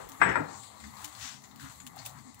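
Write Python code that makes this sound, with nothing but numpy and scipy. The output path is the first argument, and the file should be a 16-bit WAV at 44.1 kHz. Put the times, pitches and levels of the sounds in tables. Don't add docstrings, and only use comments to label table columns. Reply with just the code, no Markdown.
import sys
import numpy as np
from scipy import signal
from scipy.fft import rfft, irfft, next_fast_len
from scipy.io import wavfile
from scipy.ndimage import uniform_filter1d

SR = 44100
rng = np.random.default_rng(int(sys.argv[2]) if len(sys.argv) > 2 else 0)


def elevation(decibels):
    levels = np.asarray(decibels, float)
    return 10 ** (levels / 20)


def to_wav(sig):
    pcm = np.clip(np.atleast_2d(sig), -1, 1) * 32767
    pcm = np.round(pcm).astype(np.int16)
    wavfile.write(sys.argv[1], SR, pcm.T)


N = 105840
T = np.arange(N) / SR

# [t/s, peak level/dB, chatter hold/s, then chatter t60/s]
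KNOCKS = [
    (0.2151, -8.5, 0.0085, 0.019),
    (0.3558, -14.5, 0.018, 0.15),
]
# [t/s, friction level/dB, low rumble level/dB]
SLIDE = [(.196, -56.5, -56), (.21, -39, -41), (.225, -24, -39), (.26, -32.5, -36.5), (.3, -30.5, -37),
         (.35, -40, -50), (.375, -57, -39.5), (.44, -62, -41.5), (.56, -60, -71.5)]
# [f/Hz, level/dB]
RUSTLE_SPECTRUM = [(2000, -8), (2900, -6), (4200, 0.5), (5300, -7.5), (7500, 3.5), (9200, -9.5),
                   (11500, -6.5), (13600, -19.5), (15200, -4), (15700, -8)]
# [f/Hz, level/dB]
PATTER_SPECTRUM = [(330, -14), (560, -8), (810, 1), (950, -1.5), (1150, 4), (1550, -14), (2050, -2.5),
                   (2600, -24.5)]
# [f/Hz, level/dB]
SLEEVE_SPECTRUM = [(700, -11.5), (1000, -9), (1450, -2.5), (2500, -4.5), (7200, -3.5), (9200, -15.5),
                   (14000, -29)]
# [f/Hz, level/dB]
HOUSE_SPECTRUM = [(28, -11), (45, -31), (65, -3.3), (125, 0.8), (260, -3), (330, -9.5), (450, -22.5)]


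def decay(t, t60):
    return np.exp(-np.log(1000) * t / t60)


def bell(centre, half_length):
    return np.exp(-0.5 * ((T - centre) / half_length) ** 2)


def fade(start, t60, rise):
    t = np.maximum(T - start, 0)
    return np.minimum(t / rise, 1) * decay(t, max(t60, 0.004))


def curve(rows, column):
    rows = np.array(rows)
    outside = np.maximum(np.maximum(rows[0, 0] - T, T - rows[-1, 0]), 0)
    return elevation(np.interp(T, rows[:, 0], rows[:, column]) - 2300 * outside)


def calming():
    return elevation(-1.5 * T)


def grid(table, hz):
    table = np.array(table)
    return np.interp(np.log(hz + 1), np.log(table[:, 0] + 1), table[:, 1])


def colour(x, table, edge_db=-30):
    low_hz, low_db = table[0]
    top_hz, top_db = table[-1]
    end_hz = top_hz * (1.5 if top_hz < 15e3 else 1.025)
    table = [(low_hz / 2, low_db + edge_db)] + list(table) + [(end_hz, top_db + 1.5 * edge_db)]
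    log_gain = grid(table, np.fft.rfftfreq(8192, 1 / SR)) * np.log(10) / 20
    cepstrum = irfft(log_gain)
    cepstrum[1:4096] *= 2
    cepstrum[4097:] = 0
    response = irfft(np.exp(rfft(cepstrum)))
    return signal.fftconvolve(x, response / np.sqrt(np.sum(response ** 2)))[:N]


def ring(x, hz, width):
    return signal.lfilter(*signal.iirpeak(min(hz, 0.45 * SR), hz / max(width, 2), fs=SR), x)


def walk(rate):
    k = int(SR / rate)
    steps = np.repeat(rng.standard_normal(N // k + 1), k)
    w = uniform_filter1d(uniform_filter1d(steps, k), k)[:N]
    return w / w.std()


def grains(spread_db, flicker_db, rate):
    sizes = np.repeat(rng.exponential(size=N // 12 + 1), 12)[:N]
    x = elevation(spread_db * sizes + flicker_db * walk(rate)) * rng.standard_normal(N)
    return x / x.std()


def patchy(x, depth_db, rate):
    spectrum, octave = rfft(x), np.log2(np.fft.rfftfreq(N, 1 / SR) + 1)
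    out = 0
    for centre in np.arange(9, 30) / 2:
        weight = np.maximum(1 - 2 * np.abs(octave - centre), 0)
        out = out + elevation(depth_db * walk(rate)) * irfft(spectrum * weight, N)
    return out


def settling():
    ends_s = 0.021
    level = elevation(-49.5 - 200 * np.maximum(T - ends_s, 0))
    return level * colour(grains(3.1, 0.99, 96), [(280, -3), (450, 11.0), (800, -6), (1700, -2.0)])


def air():
    tone = 0
    for db, spectrum in [(-61.5, RUSTLE_SPECTRUM), (-62.5, PATTER_SPECTRUM), (-64, HOUSE_SPECTRUM)]:
        tone = tone + elevation(db) * colour(grains(0.65, 3.3, 14.78), spectrum)
    return patchy(calming() * tone, 4.5, 11.58)


def murmur():
    noise = colour(rng.standard_normal(N), HOUSE_SPECTRUM)
    bands = 0
    for hz in 35 * 2 ** np.arange(0, 4.1, 0.5):
        bands = bands + elevation(2.6 * walk(12)) * ring(ring(noise, hz, hz / 2), hz, hz / 2)
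    return elevation(-62) * bands / bands.std()


def hum():
    # [f/Hz, level/dB]
    lines = [(418, -80), (1120, -78)]
    tone = sum(elevation(db + 3 * walk(6)) * np.sin(2 * np.pi * hz * T) for hz, db in lines)
    return tone * np.array([[0.6], [1]])


def fingers():
    # [t/s, half length/s, rustle level/dB, dull patter level/dB, patter f/Hz]
    stirs = [(-0.009, 0.039, -58.5, -47, 890), (0.126, 0.025, -74, -55.5, 1040),
             (0.755, 0.03, -79, -62.5, 980), (0.865, 0.037, -58, -76, 1000),
             (1.016, 0.046, -59.5, -54.5, 990), (1.17, 0.086, -55, -60, 1110),
             (1.616, 0.013, -63, -61, 1480), (1.652, 0.028, -55, -51.5, 1230),
             (1.721, 0.015, -61, -57, 950), (1.99, 0.027, -64, -50.5, 840), (2.078, 0.028, -55, -54, 780),
             (2.167, 0.03, -70, -55.5, 1080)]
    # [f/Hz, level/dB]
    stir_spectrum = [(560, 0.5), (780, -0.1), (1200, 1.5), (2100, 2), (2800, -5.5)]
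    base = calming()
    pats = colour(grains(1.4, 1.5, 40.2), stir_spectrum)
    rustle, stirred = elevation(-66) * base, 0
    for s, half_length, rustle_db, patter_db, hz in stirs:
        swell = bell(s, half_length)
        rustle = rustle + elevation(rustle_db) * swell
        stirred = stirred + elevation(patter_db + 5) * swell * ring(pats, hz, 0.43 * hz)
    shuffle = rustle * colour(grains(2.1, 1.8, 25), RUSTLE_SPECTRUM)
    patter = elevation(-60) * base * colour(grains(1.3, 1.8, 30.37), PATTER_SPECTRUM)
    return patchy(shuffle + patter, 1.11, 15) + stirred


def bumps():
    # [t/s, level/dB, f/Hz, length/s]
    thuds = [(0.227, -59, 70, 0.055), (.3, -46, 75, 0.054), (.06, -59, 70, 0.054),
             (0.48, -61.5, 4250, 0.035), (.841, -49.5, 2020, .008), (1.64, -57, 71, .05),
             (1.24, -58, 70, .04), (0.613, -58, 115, 0.03), (0.862, -53, 220, 0.084),
             (0.873, -58.5, 75, 0.1), (1.061, -56.5, 313.8, 0.063), (1.203, -57.5, 117, 0.075),
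             (1.255, -58.5, 255, 0.028), (1.64, -50.5, 138.3, 0.028), (1.644, -53.5, 270, 0.039),
             (1.702, -49.5, 110, 0.015), (1.863, -56.5, 245, 0.054), (1.9702, -41.5, 807, 0.006),
             (2.027, -57.5, 777, 0.058), (2.055, -56, 119.5, 0.13), (2.164, -55.5, 164, 0.04),
             (2.283, -54.5, 235, 0.051)]
    out = 0
    for s, db, hz, length in thuds:
        tone = np.sin(2 * np.pi * hz * T + 1.63 * walk(30))
        out = out + elevation(db + 2.0) * bell(s, 0.42 * length) * tone
    return out


def crisp():
    # [t/s, peak level/dB, tilt of the top/dB]
    snaps = [(0.09, -33.5, 2), (0.096, -34, -1), (.119, -35, -4), (1.0442, -28.5, -7), (1.046, -28, -10),
             (1.0474, -30.5, -8.5), (1.051, -47, 5), (1.055, -40, 0), (1.0783, -36, -4), (1.56, -38, 1),
             (1.8656, -36, -2), (1.867, -31.5, -3), (1.8734, -36, -8), (1.875, -45, -3), (1.962, -38, 5),
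             (1.967, -45, 6), (2.052, -36, -9), (2.055, -38, -11), (2.0592, -32, 6), (2.0627, -27, -2.5),
             (2.0615, -28, -1), (2.067, -44, 9), (2.069, -39, 8), (2.074, -48, 0), (2.345, -38.5, 6),
             (2.395, -40.5, 16)]
    # [f/Hz, level/dB]
    snap_spectrum = [(1500, -12.5), (3000, -4), (5400, -7.5), (7100, 1.5), (9000, -6), (11500, -7),
                     (13500, -7.5), (15200, 3.5), (16300, -21)]
    noise = np.sign(rng.standard_normal(N))
    low, high = 0, 0
    for s, db, top_db in snaps:
        spray = elevation(-22.5) * fade(s, 0.069, 0.0064)
        shape = fade(s, 0.0065, 0.0002) + spray
        low = low + elevation(db - top_db / 2) * shape
        high = high + elevation(db + top_db / 2) * shape
    lows, highs = (signal.butter(3, 10000, kind, fs=SR, output="sos") for kind in ("low", "high"))
    full = signal.sosfilt(lows, colour(low * noise, snap_spectrum))
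    thin = signal.sosfilt(highs, colour(high * noise, snap_spectrum))
    return elevation(-5.0) * (full + thin)


def scrape():
    # [f/Hz, level/dB]
    scrape_spectrum = [(300, -15), (480, -9), (1300, -5.5), (1750, 2), (2400, -10.5), (3400, -22),
                       (6500, -51)]
    return elevation(-3) * colour(curve(SLIDE, 1) * grains(0.9, 0.6, 60), scrape_spectrum)


def rumble():
    # [f/Hz, level/dB]
    rumble_spectrum = [(45, -32), (90, -8), (150, -7.5), (220, -8), (480, -5)]
    return curve(SLIDE, 2) * colour(grains(0.67, 2.4, 25.4), rumble_spectrum)


def dish_body():
    # [f/Hz, width/Hz, level/dB]
    modes = [(600, 26, -1.5), (1016, 79, -4), (1296, 40, 0.5), (1640, 58.6, 1.5), (1840, 62, -9),
             (1920, 112, -6.5), (2066, 82, -3.5), (2436, 56, -7.5), (2530, 77, -12)]
    chatter_s, sag_db_per_s = 0.0023, -450
    blows = np.zeros(N)
    for start, db, hold, t60 in KNOCKS:
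        jitter = 0.17 * rng.standard_normal(20) * (np.arange(20) > 0)
        late = chatter_s * (np.arange(20) + jitter)
        force = elevation(db + sag_db_per_s * late) * decay(np.maximum(late - hold, 0), t60)
        blows[((start + late) * SR).astype(int)] += force
    blows = np.convolve(blows, np.hanning(13))[:N]
    body = 0
    for k, (hz, width, db) in enumerate(modes):
        body = body + (-1) ** k * elevation(db) * ring(blows, hz, 2.84 * width)
    return body * elevation(KNOCKS[0][1] + 0.5) / np.abs(body).max()


def dish_rim():
    # [f/Hz, level/dB, t60/s]
    rim_modes = [(5350, -38.5, 0.077), (7760, -32.5, 0.09)]
    strikes = np.zeros(N)
    for start, db, *_ in KNOCKS:
        strikes[int(start * SR)] = elevation(db)
    rubbing = curve(SLIDE, 1) * grains(0.91, 1.3, 43)
    t = np.arange(SR // 2) / SR
    rings = 0
    for hz, db, t60 in rim_modes:
        rings = rings + elevation(db) * np.sin(2 * np.pi * hz * t) * decay(t, t60) * np.minimum(t / 0.00081, 1)
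    return signal.fftconvolve(1.14 * strikes + 0.19 * rubbing, rings)[:N]


def counter():
    hz, width_hz, boom_db, t60_s = 850, 250, -28, 0.72
    boom = ring(ring(rng.standard_normal(N), hz, width_hz), hz, 2.2 * width_hz)
    level = sum(elevation(db + boom_db) * fade(s, t60_s, 0.0096) for s, db, *_ in KNOCKS)
    return boom / boom.std() * level


def shreds():
    # [t/s, peak level/dB, f/Hz]
    landings = [(0.29, -34, 5470), (.487, -46, 4430), (0.541, -37.5, 1100), (.633, -35.5, 7400),
                (0.802, -35.5, 7100), (0.84, -34.5, 2000), (0.968, -39.5, 4200), (1.15, -38, 4400),
                (1.438, -37, 6160), (1.444, -44.5, 3860), (1.511, -45, 3720), (1.596, -38, 1640),
                (1.697, -35.5, 7200), (1.801, -36, 6700), (1.978, -37, 3900), (1.988, -35.5, 4340),
                (1.995, -51, 4170), (2.017, -36, 2050), (2.186, -41.5, 2000)]
    q, t60_s = 8.3, 0.033
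    rings, ticks, noise = 0, 0, np.sign(rng.standard_normal(N))
    for s, db, hz in landings:
        burst = elevation(db - 6.0) * fade(s, t60_s, 0.0011) * noise
        ticks = ticks + burst
        rings = rings + ring(ring(burst, hz, hz / q), hz, hz / 2) * np.sqrt(SR * q / hz / 4)
    return elevation(-4.5) * colour(ticks, SLEEVE_SPECTRUM) + elevation(-3) * rings


def sleeve():
    centre_s, rise_s, fall_s = 1.2356, 0.031, 0.07
    sweep = elevation(-43) * bell(centre_s, np.where(T < centre_s, rise_s, fall_s))
    return sweep * colour(grains(1.8, 1.0, 70.3), SLEEVE_SPECTRUM)


def ports(x, wet_db, t60, right_db=0., lag=0.00114):
    # [f/Hz, left minus right level/dB]
    balance = [(60, 1), (200, 5), (420, 6), (750, 13.5), (2400, 18), (7600, 17), (9300, 20), (11500, -22),
               (13500, 19), (15500, -12)]
    size = next_fast_len(N + SR)
    hz = np.fft.rfftfreq(size, 1 / SR)
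    ratio = elevation(right_db - grid(balance, hz))
    left = 2 / np.sqrt(1 + ratio ** 2)
    gains = np.array([left, left * ratio * np.exp(2j * np.pi * hz * lag)])
    t = np.arange(SR // 2) / SR
    tail = rng.standard_normal((3, len(t))) * decay(t, t60) * np.minimum(t / 0.01, 1)
    tail = rfft(tail / np.sqrt(np.sum(tail[0] ** 2)), size)
    alike = 1 / (1 + (hz / 500) ** 2)
    room = 1 + elevation(wet_db) * (np.sqrt(alike) * tail[2] + np.sqrt(1 - alike) * tail[:2])
    return irfft(rfft(x, size) * gains * room, size)[:, :N] / np.sqrt(1 + elevation(2 * wet_db))


def scene():
    duck = elevation(-1.5 * bell(0.63, 0.093))
    far = settling() + scrape() + rumble() + dish_body() + dish_rim() + counter()
    far = signal.sosfilt(signal.butter(6, 9500, fs=SR, output="sos"), far)
    out = ports(far, -7.5, 0.4, 0.93, 0.000863)
    out = out + duck * ports([air(), air()], -14, 0.06)
    out = out + ports(murmur() + bumps(), -4.5, 0.056) + hum()
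    out = out + duck * ports(fingers() + sleeve(), -7, 0.15)
    out = out + ports(crisp(), -6, 0.035, 2.5)
    out = out + elevation(-0.5) * ports([scrape(), scrape()], -2, 0.095, 7.0)
    return out + ports(shreds(), -0.93, 0.075)


def low_pass(x):
    return signal.sosfilt(signal.butter(12, 16980, fs=SR, output="sos"), x)


def record(dry):
    return low_pass(dry)


dry = scene()
out = record(dry)
to_wav(out)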